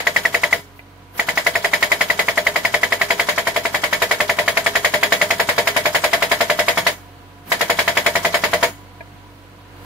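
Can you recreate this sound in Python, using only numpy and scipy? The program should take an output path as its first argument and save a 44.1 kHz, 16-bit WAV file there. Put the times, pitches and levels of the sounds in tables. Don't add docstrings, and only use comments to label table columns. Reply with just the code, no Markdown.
import sys
import numpy as np
from scipy import signal
from scipy.io import wavfile
from scipy.ndimage import uniform_filter1d

SR = 44100
rng = np.random.default_rng(int(sys.argv[2]) if len(sys.argv) > 2 else 0)


def inscribe(sig):
    pcm = np.round(np.clip(np.atleast_2d(sig).T, -1, 1) * 32767)
    wavfile.write(sys.argv[1], SR, pcm.astype(np.int16))


def gain_from_db(level_db):
    decades = np.asarray(level_db, float) / 20
    return 10 ** decades


N = 434364


def breaker():
    s, housing_db, chisel_db, rattle_db, crack_db, chisel_hz = blows()
    out = crack(s, crack_db, housing_db + 2.5)
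    out += chisel(s, chisel_db, chisel_hz, aim_at(s))
    out += housing(s, housing_db)
    out += steel(s, rattle_db)
    out += rattle(s, rattle_db)
    out += valve(s, rattle_db)
    return signal.sosfilt(signal.butter(2, 80, "high", fs=SR, output="sos"), out) + oil()


# blow number, time in seconds.
PACE = [(0, .0685), (5, .5257), (6, 1.1945), (12, 1.7332), (22, 2.6493), (27, 3.1040), (38, 4.1108),
        (50, 5.2135), (59, 6.0388), (68, 6.8658), (69, 7.5180), (73, 7.8772), (76, 8.1537), (78, 8.3420),
        (81, 8.6277)]


def strokes():
    number = np.arange(PACE[-1][0] + 1)
    s = np.interp(number, *np.transpose(PACE))
    opens = np.r_[True, np.diff(s) > .3]
    since = number - np.maximum.accumulate(number * opens)
    limp_s, limp_blows = .0018, 6
    late_s = limp_s * (since % 2) * np.exp(-since / limp_blows)
    return s + late_s, s[opens], s[np.r_[opens[1:], True]]


# time in seconds, aim from 0 to 1.
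AIM = [
    (0, 0.02),
    (2.8, 0),
    (3.3, 0.59),
    (5.2, 0.57),
    (6.9, 1),
    (8.7, 0.81),
]


def aim_at(s):
    return np.interp(s, *np.transpose(AIM))


# time in seconds, force of the blows in dB,
# damping of the chisel by the stone in dB, recoil into the housing in dB.
TOOL = [(0, 0, -5, 0), (.55, 0, -6.5, 0.5), (1.2, -0.5, -2, -2.5), (1.6, -0.5, -4, 0.5), (1.85, 2, -3, 0.5),
        (2.9, 0, -4.5, 2), (3.3, 1, -2.5, -2.5), (3.47, -1.5, 1, 3.5), (3.75, -2.5, -2, -1.5),
        (4.0, 0, -3, -0.5), (4.5, 1.5, -4, -1.5), (5.3, 1, -3.5, 0), (5.55, 2.5, 3, -1), (6.25, 1, 1.5, 1),
        (6.9, 0.5, -2.5, -1.5), (7.6, 0, 1.5, -1), (8.05, 0, -5.5, 2.5), (8.65, 1.5, 4, 1)]


def blows():
    s = strokes()[0]
    aim, luck = aim_at(s), rng.standard_normal((len(s), 5))
    at, *columns = np.transpose(TOOL)
    force_db, damping_db, recoil_db = [np.interp(s, at, c) for c in columns]

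    def level(tip_db, aim_gain_db, spread_db, chance):
        return tip_db + aim_gain_db * aim + spread_db * chance

    housing_db = level(-19.5, 5, 1, luck[:, 0]) + force_db + recoil_db
    chisel_db = level(-6.5, -3, 0.65, luck[:, 1]) + force_db - damping_db
    rattle_db = level(-21.5, 4.35, 1.3, luck[:, 2]) + force_db
    crack_db = level(-6.5, 3, .5, luck[:, 3])
    chisel_hz = 1950 + (30 + 40 * aim) * luck[:, 4]
    return s, housing_db, chisel_db, rattle_db, crack_db, chisel_hz


# delay in ms, level in dB, polarity.
CONTACTS = [
    (2.35, 4.5, -0.37),
    (6.4, -3, -1.24),
    (9.0, -52, -1.1),
    (11.2, -4.5, -0.99),
    (16.5, -19.5, -1.64),
]


def contacts(times, first_db, later_db):
    out, draws = train(times, first_db), rng.standard_normal((len(times), len(CONTACTS), 2))
    for k, (ms, db, polarity) in enumerate(CONTACTS):
        late_s = ms / 1000 * (1 + 0.012 * draws[:, k, 0])
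        out = out + polarity * train(times + late_s, later_db + db + 3.7 * draws[:, k, 1])
    return out


def crack(times, first_db, later_db):
    t = np.arange(-60, 61) / SR
    cycle = np.sin(2 * np.pi * 1000 * t) * np.exp(-(t / .0004) ** 2)
    return np.convolve(contacts(times, first_db - .3, later_db), cycle, "same") * gain_from_db([[1.8], [-1.8]])


def chisel(times, levels_db, pitches_hz, aims):
    out, t = np.zeros((2, N + 4000)), np.arange(4000) / SR
    slack = t + .18 * .003 * (1 - np.exp(-t / .003))
    wider_by, shorter_by = 0.85, 0.44
    side = np.array([0, 1, 1, 1])
    draws = rng.standard_normal((len(times), 2, 4, 3))
    for s, db, hz, aim, draw in zip(times, levels_db, pitches_hz, aims, draws):
        spread = np.array([-0.0264, -0.103, 0.034, 0.139]) * (1 + wider_by * aim)
        spread = spread + 0.023 * draw[0, :, 0] * side
        mode_db = np.array([0, -5, -3, -8]) - 4 * (1 - aim) * side
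        sizes = gain_from_db(db - 5 + mode_db + 1.6 * draw[..., 1])
        tone = np.sin(2 * np.pi * hz * (1 + spread)[:, None] * slack + .35 * draw[..., 2:])
        free_s = np.maximum(t / (1 - shorter_by * aim) - .0055, 0)
        shape = (1 - np.exp(-t / .0004)) * gain_from_db(-60 * free_s / .024)
        at = round((s + 0.001778) * SR)
        out[:, at:at + len(t)] += np.sum(sizes[..., None] * tone, axis=1) * shape
    return out[:, :N]


# pitch in Hz, level in dB, t60 in seconds.
HOUSING = [(178.8, -18, 0.89), (204.8, -24, 0.55), (275.4, -32, 0.99), (484.7, -3.5, 0.16),
           (609.3, 2, 0.27), (663.5, -7, 0.32), (680.6, -1, 0.18), (929, -9, 0.39), (967, -2, 0.071),
           (1200, -54, .12)]
LOWER_PLATE = [(413.3, -10, 0.71)]
UPPER_PLATE = [(488, -8, .12), (598, -3, .13)]


def housing(s, housing_db):
    shocks = blow_train(s, housing_db)
    shaking = gain_from_db(-4) * chatter(dying(shocks, t60=0.072, rise_s=0.011), per_s=1500)
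    shaking += gain_from_db(-20.0) * habit(shocks, length_s=0.0071, rise_s=0.0055)
    struck = gain_from_db(6.0) * contacts(s, housing_db - 0.5, housing_db) * [[1], [.3]]
    clamp = dying(train(np.r_[0, s], 0), t60=.24, rise_s=.012)
    aim, held = aim_at(np.arange(N) / SR), pressure_gain()
    lower_db = -14 - 40 * np.maximum(aim - 0.59, 0)
    out = held * gain_from_db(lower_db) * modes(LOWER_PLATE, shaking)
    out += held * gain_from_db(-36 + 18 * aim) * modes(UPPER_PLATE, shaking)
    return out + gain_from_db(-13.5) * clamp * modes(HOUSING, shaking + struck)


def habit(clicks, length_s, rise_s):
    t = np.arange(2000) / SR
    shove = rng.standard_normal((2, len(t))) * (t / rise_s) * np.exp(-t / length_s) * [[1], [.4]]
    return signal.oaconvolve(clicks[None], shove, axes=1)[:, :N]


# pitch in Hz, level
# in dB, t60 in seconds.
STEEL = [(1800, -2, 0.034), (1987, -8, 0.13), (2225, -1, 0.044), (2500, -39.5, 0.082), (3110, -1, 0.021),
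         (3347, -7.5, 0.067), (3802, -6, 0.031), (4860, -7, 0.028), (5126, -12, 0.054), (6768, -9, 0.032),
         (6730, -26.5, 0.31), (7180, -14, 0.049), (7440, -10, 0.011)]
HIGH_STEEL = [(8600, -17, .04), (8885, -14, .045), (10700, -11, .017), (10950, -15, .035), (11150, -11, .025),
              (11650, -12, .012), (12100, -14, .012), (12950, -12, .015), (13150, -15, .03), (13450, -13, .025),
              (15070, -12, .018)]


def steel(s, rattle_db):
    jolts = dying(rattle_train(s, rattle_db), t60=0.11, rise_s=0.000076)
    shaken = pressure_gain() * (jolts + gain_from_db(1.0) * valve_shift(s, rattle_db))
    return gain_from_db(-13.0) * modes(STEEL + HIGH_STEEL, chatter(shaken, per_s=3000))


# pitch in Hz, level in dB per Hz; then pitch in Hz, t60 in seconds.
RATTLE = [(120, -40), (330, -27), (560, -6.5), (800, -12.5), (1000, -8), (1300, -18), (2000, -2),
          (2730, -16), (4500, -14), (6000, -28.5), (9800, -30.5), (12000, -37), (16400, -35)]
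RATTLE_T60 = [(150, 0.28), (600, 0.16), (2000, 0.14), (5000, 0.17), (15000, 0.4)]


def rattle(s, rattle_db):
    jolts = rattle_train(s, rattle_db)

    def envelope_at(hz):
        return dying(jolts, at_hz(RATTLE_T60, hz), rise_s=0.000079)

    return gain_from_db(2.5) * pressure_gain() * banded_noise(RATTLE, envelope_at, patchy_db=0.0, lowest_hz=100)


# pitch in Hz, level in dB per Hz.
VALVE = [(1500, -4), (3000, -8), (6000, -7), (11000, -18), (16500, -15)]


def valve(s, rattle_db):
    shift = valve_shift(s, rattle_db)
    return pressure_gain() * banded_noise(VALVE, lambda hz: shift, patchy_db=3.5, lowest_hz=790)


def valve_shift(s, rattle_db):
    return dying(train(s - .020, -35.5 + 0.15 * (rattle_db + 6)), t60=0.45, rise_s=0.0028)


def blow_train(s, levels_db, delay_s=0):
    return train(np.r_[0, s] + delay_s, np.r_[levels_db[0] - 5, levels_db])


def rattle_train(s, rattle_db):
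    return blow_train(s, rattle_db, delay_s=0.00132)


def load():
    _, firsts, lasts = strokes()
    t = np.arange(N) / SR

    def ramp(s):
        return np.clip((t - s) / 0.024 + .5, 0, 1)

    return 1 + sum(ramp(s - 0.051) for s in firsts[1:]) - sum(ramp(s + 0.082) for s in lasts)


def pressure_gain():
    return gain_from_db(-2.5 * (1 - load()))


# time in seconds, level in dB, rise in seconds.
VENTS = [
    (.78, -52, 0.092),
    (9.85, -52, .15),
]


def oil():
    t, fall_s = np.arange(N) / SR, 0.013
    puffs = [(s - fall_s, -34, 0.072) for s in strokes()[1][1:]] + VENTS
    level = 0
    for s, db, rise_s in puffs:
        away = np.maximum((s - t) / rise_s, (t - s) / max(rise_s, fall_s))
        level = level + gain_from_db(db - 30 * away)
    high = signal.butter(2, [10500, 16500], "band", fs=SR, output="sos")
    return level * rms_one(signal.sosfilt(high, rng.standard_normal((2, N))))


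# time in seconds, level in dB, share of its low modes in dB.
CLANKS = [
    (.791, -35, -13),
    (9.006, -36.5, 1),
]
# pitch in Hz, level in dB, t60 in seconds.
PIN = [(670, 0, .05), (940, -7, .06), (1650, -2, .035), (2050, -5, .03), (2350, -2, .025)]


def pin():
    s, peak_db, low_db = np.transpose(CLANKS)

    def knock(db):
        return chatter(dying(train(s, db), t60=0.04, rise_s=0.00038), per_s=7000)

    return gain_from_db(-8) * (modes(PIN[:3], knock(peak_db + low_db)) + modes(PIN[3:], knock(peak_db)))


# time in seconds, second order in Hz, throttle in dB, pump whine in dB.
THROTTLE = [(0, 94, 1, -2), (1.1, 94, 1.5, -22), (7.0, 94.5, 4.5, -1), (7.45, 94.5, 2.5, -1.5),
            (8.6, 94.3, 7, -10), (8.85, 96.5, 4, -5), (9.45, 96.5, 3, -17), (9.65, 96.6, 3, 0),
            (9.85, 97, 7.5, -8)]
ORDERS = [.5, 1, 1.5, 3, 3.5, 5]
ORDER_DB = [-7.5, -1.5, -16, -8, -18, -16]
WHINE_ORDERS = [7.5, 10.5]
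# pitch in Hz, level in dB, t60 in seconds.
PUMP = [(286.6, -5.5, 0.053), (712.6, -0.5, 0.25), (980, 6, 0.12), (1300, -19, 0.1), (1350, -29, 0.069)]
# pitch in Hz, level in dB per Hz.
IDLE = [(25, -28), (40, -29), (70, -31), (120, -15.5), (180, -13), (290, -19), (400, -16), (690, -20),
        (1000, -19), (1500, -20.5), (4100, -30), (5500, -37), (14000, -41), (16400, -38)]


def engine():
    (free_hz, throttle_db, whine_db), work = in_time(THROTTLE), load()
    hz = free_hz - .9 * work
    hum_db = -48.5 + throttle_db - .5 * work
    noise_db = -52.5 + throttle_db + 9.5 * work
    turns = 2 * np.pi * np.cumsum(hz) / SR

    def wander():
        return 0.24 * drift(5.6)

    hum = 0
    for k, db in zip(ORDERS, ORDER_DB):
        ears = np.array([wander(), 0.16 + wander()])
        hum = hum + gain_from_db(db + 0.82 * drift(6.4)) * np.sin(k * (turns + wander()) + ears)
    whine = 0
    for k in WHINE_ORDERS:
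        whine = whine + gain_from_db(-58 + whine_db + 2 * drift(6)) * np.sin(k * turns + .6 * drift(15))
    pump = gain_from_db(-4.5) * rms_one(modes(PUMP, rng.standard_normal((2, N))))
    block = banded_noise(IDLE, lambda hz: 1, patchy_db=.7, lowest_hz=25)
    return np.sqrt(2) * (gain_from_db(hum_db) * hum + whine) + gain_from_db(noise_db) * (pump + block)


def rms_one(x):
    return x / np.sqrt(np.mean(x ** 2) + 1e-20)


def in_time(rows):
    s, *columns = np.transpose(rows)
    return [np.interp(np.arange(N) / SR, s, c) for c in columns]


def at_hz(points, hz):
    table_hz, values = np.transpose(points)
    return np.interp(np.log(hz), np.log(table_hz), values)


def drift(rate):
    r = np.exp(-80 * np.pi * rate / SR)
    slow = signal.lfilter([1], [1, -2 * r, r * r], rng.standard_normal(N // 40 + 2002))[2000:]
    return np.interp(np.arange(N) / 40, np.arange(len(slow)), rms_one(slow))


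def train(times, levels_db):
    clicks = np.full(N, 1e-18)
    clicks[np.clip(np.round(np.asarray(times) * SR).astype(int), 0, N - 1)] = gain_from_db(levels_db)
    return clicks


def dying(clicks, t60, rise_s):
    r, up = gain_from_db(-60 / (t60 * SR)), np.exp(-1 / (rise_s * SR))
    return signal.lfilter([1 - up], [1, -up], signal.lfilter([1], [1, -r], clicks))


def chatter(envelope, per_s):
    return envelope * (rng.random((2, N)) < per_s / SR) * rng.standard_normal((2, N)) + 1e-18


def ring(force, hz, t60):
    r, w = gain_from_db(-60 / (t60 * SR)), 2 * np.pi * hz / SR
    return signal.lfilter([0, np.sin(w)], [1, -2 * r * np.cos(w), r * r], force)


def modes(table, force):
    return sum(gain_from_db(db) * pair(*ring(force, hz, t60), hz) for hz, db, t60 in table)


def banded_noise(spectrum, envelope_at, patchy_db, lowest_hz):
    edges = 2 ** np.arange(np.log2(lowest_hz), np.log2(18200), .5)
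    centres = np.sqrt(edges[1:] * edges[:-1])
    total = np.sqrt(np.sum(gain_from_db(at_hz(spectrum, centres)) ** 2 * np.diff(edges)) / (SR / 2))
    out, white = 0, rng.standard_normal((2, 2, N))
    for k, hz in enumerate(centres):
        band = signal.butter(2, edges[k:k + 2], "band", fs=SR, output="sos")
        mid, side = signal.sosfilt(band, white[k % 2])
        gain = gain_from_db(at_hz(spectrum, hz) + patchy_db * drift(36)) / total
        out = out + gain * envelope_at(hz) * pair(mid, side, hz)
    return out


# pitch in Hz, left-right likeness; then pitch in Hz, left over right in dB.
LIKENESS = [(60, 0.88), (180, 1), (550, 0.62), (1650, 0.023), (4970, 0.019), (15000, 0.01)]
LEFT_OVER_RIGHT = [(60, 0), (130, 1), (290, 3), (640, -1), (1200, 2.5), (2000, 1.5), (4000, -1.3),
                   (8000, -1.7), (15000, .6)]


def pair(mid, side, hz):
    alike, lean_db = np.clip(at_hz(LIKENESS, hz), 0, 1), at_hz(LEFT_OVER_RIGHT, hz) / 2
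    both = np.sqrt(1 + alike) * mid + np.sqrt(1 - alike) * side * [[1], [-1]]
    return both * gain_from_db([[lean_db], [-lean_db]])


def scene():
    out = breaker() + pin() + engine() * gain_from_db([[-1.2], [1.2]])
    return np.array([np.roll(out[0], 2), out[1]])


def starved(x, margin_db, edge_db):
    hz, _, frames = signal.stft(x, SR, nperseg=1536)
    bands = frames[:, :768].reshape(2, 96, 8, -1)
    level_db = 10 * np.log10(np.mean(np.abs(bands) ** 2, axis=(0, 2)) + 1e-20)
    centre = hz[4:768:8, None]
    around_db = 10 * np.log10(uniform_filter1d(10 ** (level_db / 10), size=15, axis=0))
    usual_db = uniform_filter1d(level_db, size=9, axis=1)
    weak = (level_db < around_db - margin_db) & (centre > 5000)
    weak |= (centre > 15200) & (level_db < usual_db + edge_db)
    frames[:, :768] = (bands * np.where(weak, .03, 1)[:, None]).reshape(2, 768, -1)
    return signal.istft(frames, SR, nperseg=1536)[1][:, :N]


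def roll_off(x):
    return signal.sosfilt(signal.butter(12, 16500, fs=SR, output="sos"), x)


def record(dry):
    rounded = .98 * np.tanh(dry / .98)
    lean = starved(rounded, margin_db=4.8, edge_db=-1.5)
    top = signal.cheby2(24, 50, 15900, fs=SR, output="sos")
    return roll_off(signal.sosfilt(top, lean))


dry = scene()
out = record(dry)
inscribe(out)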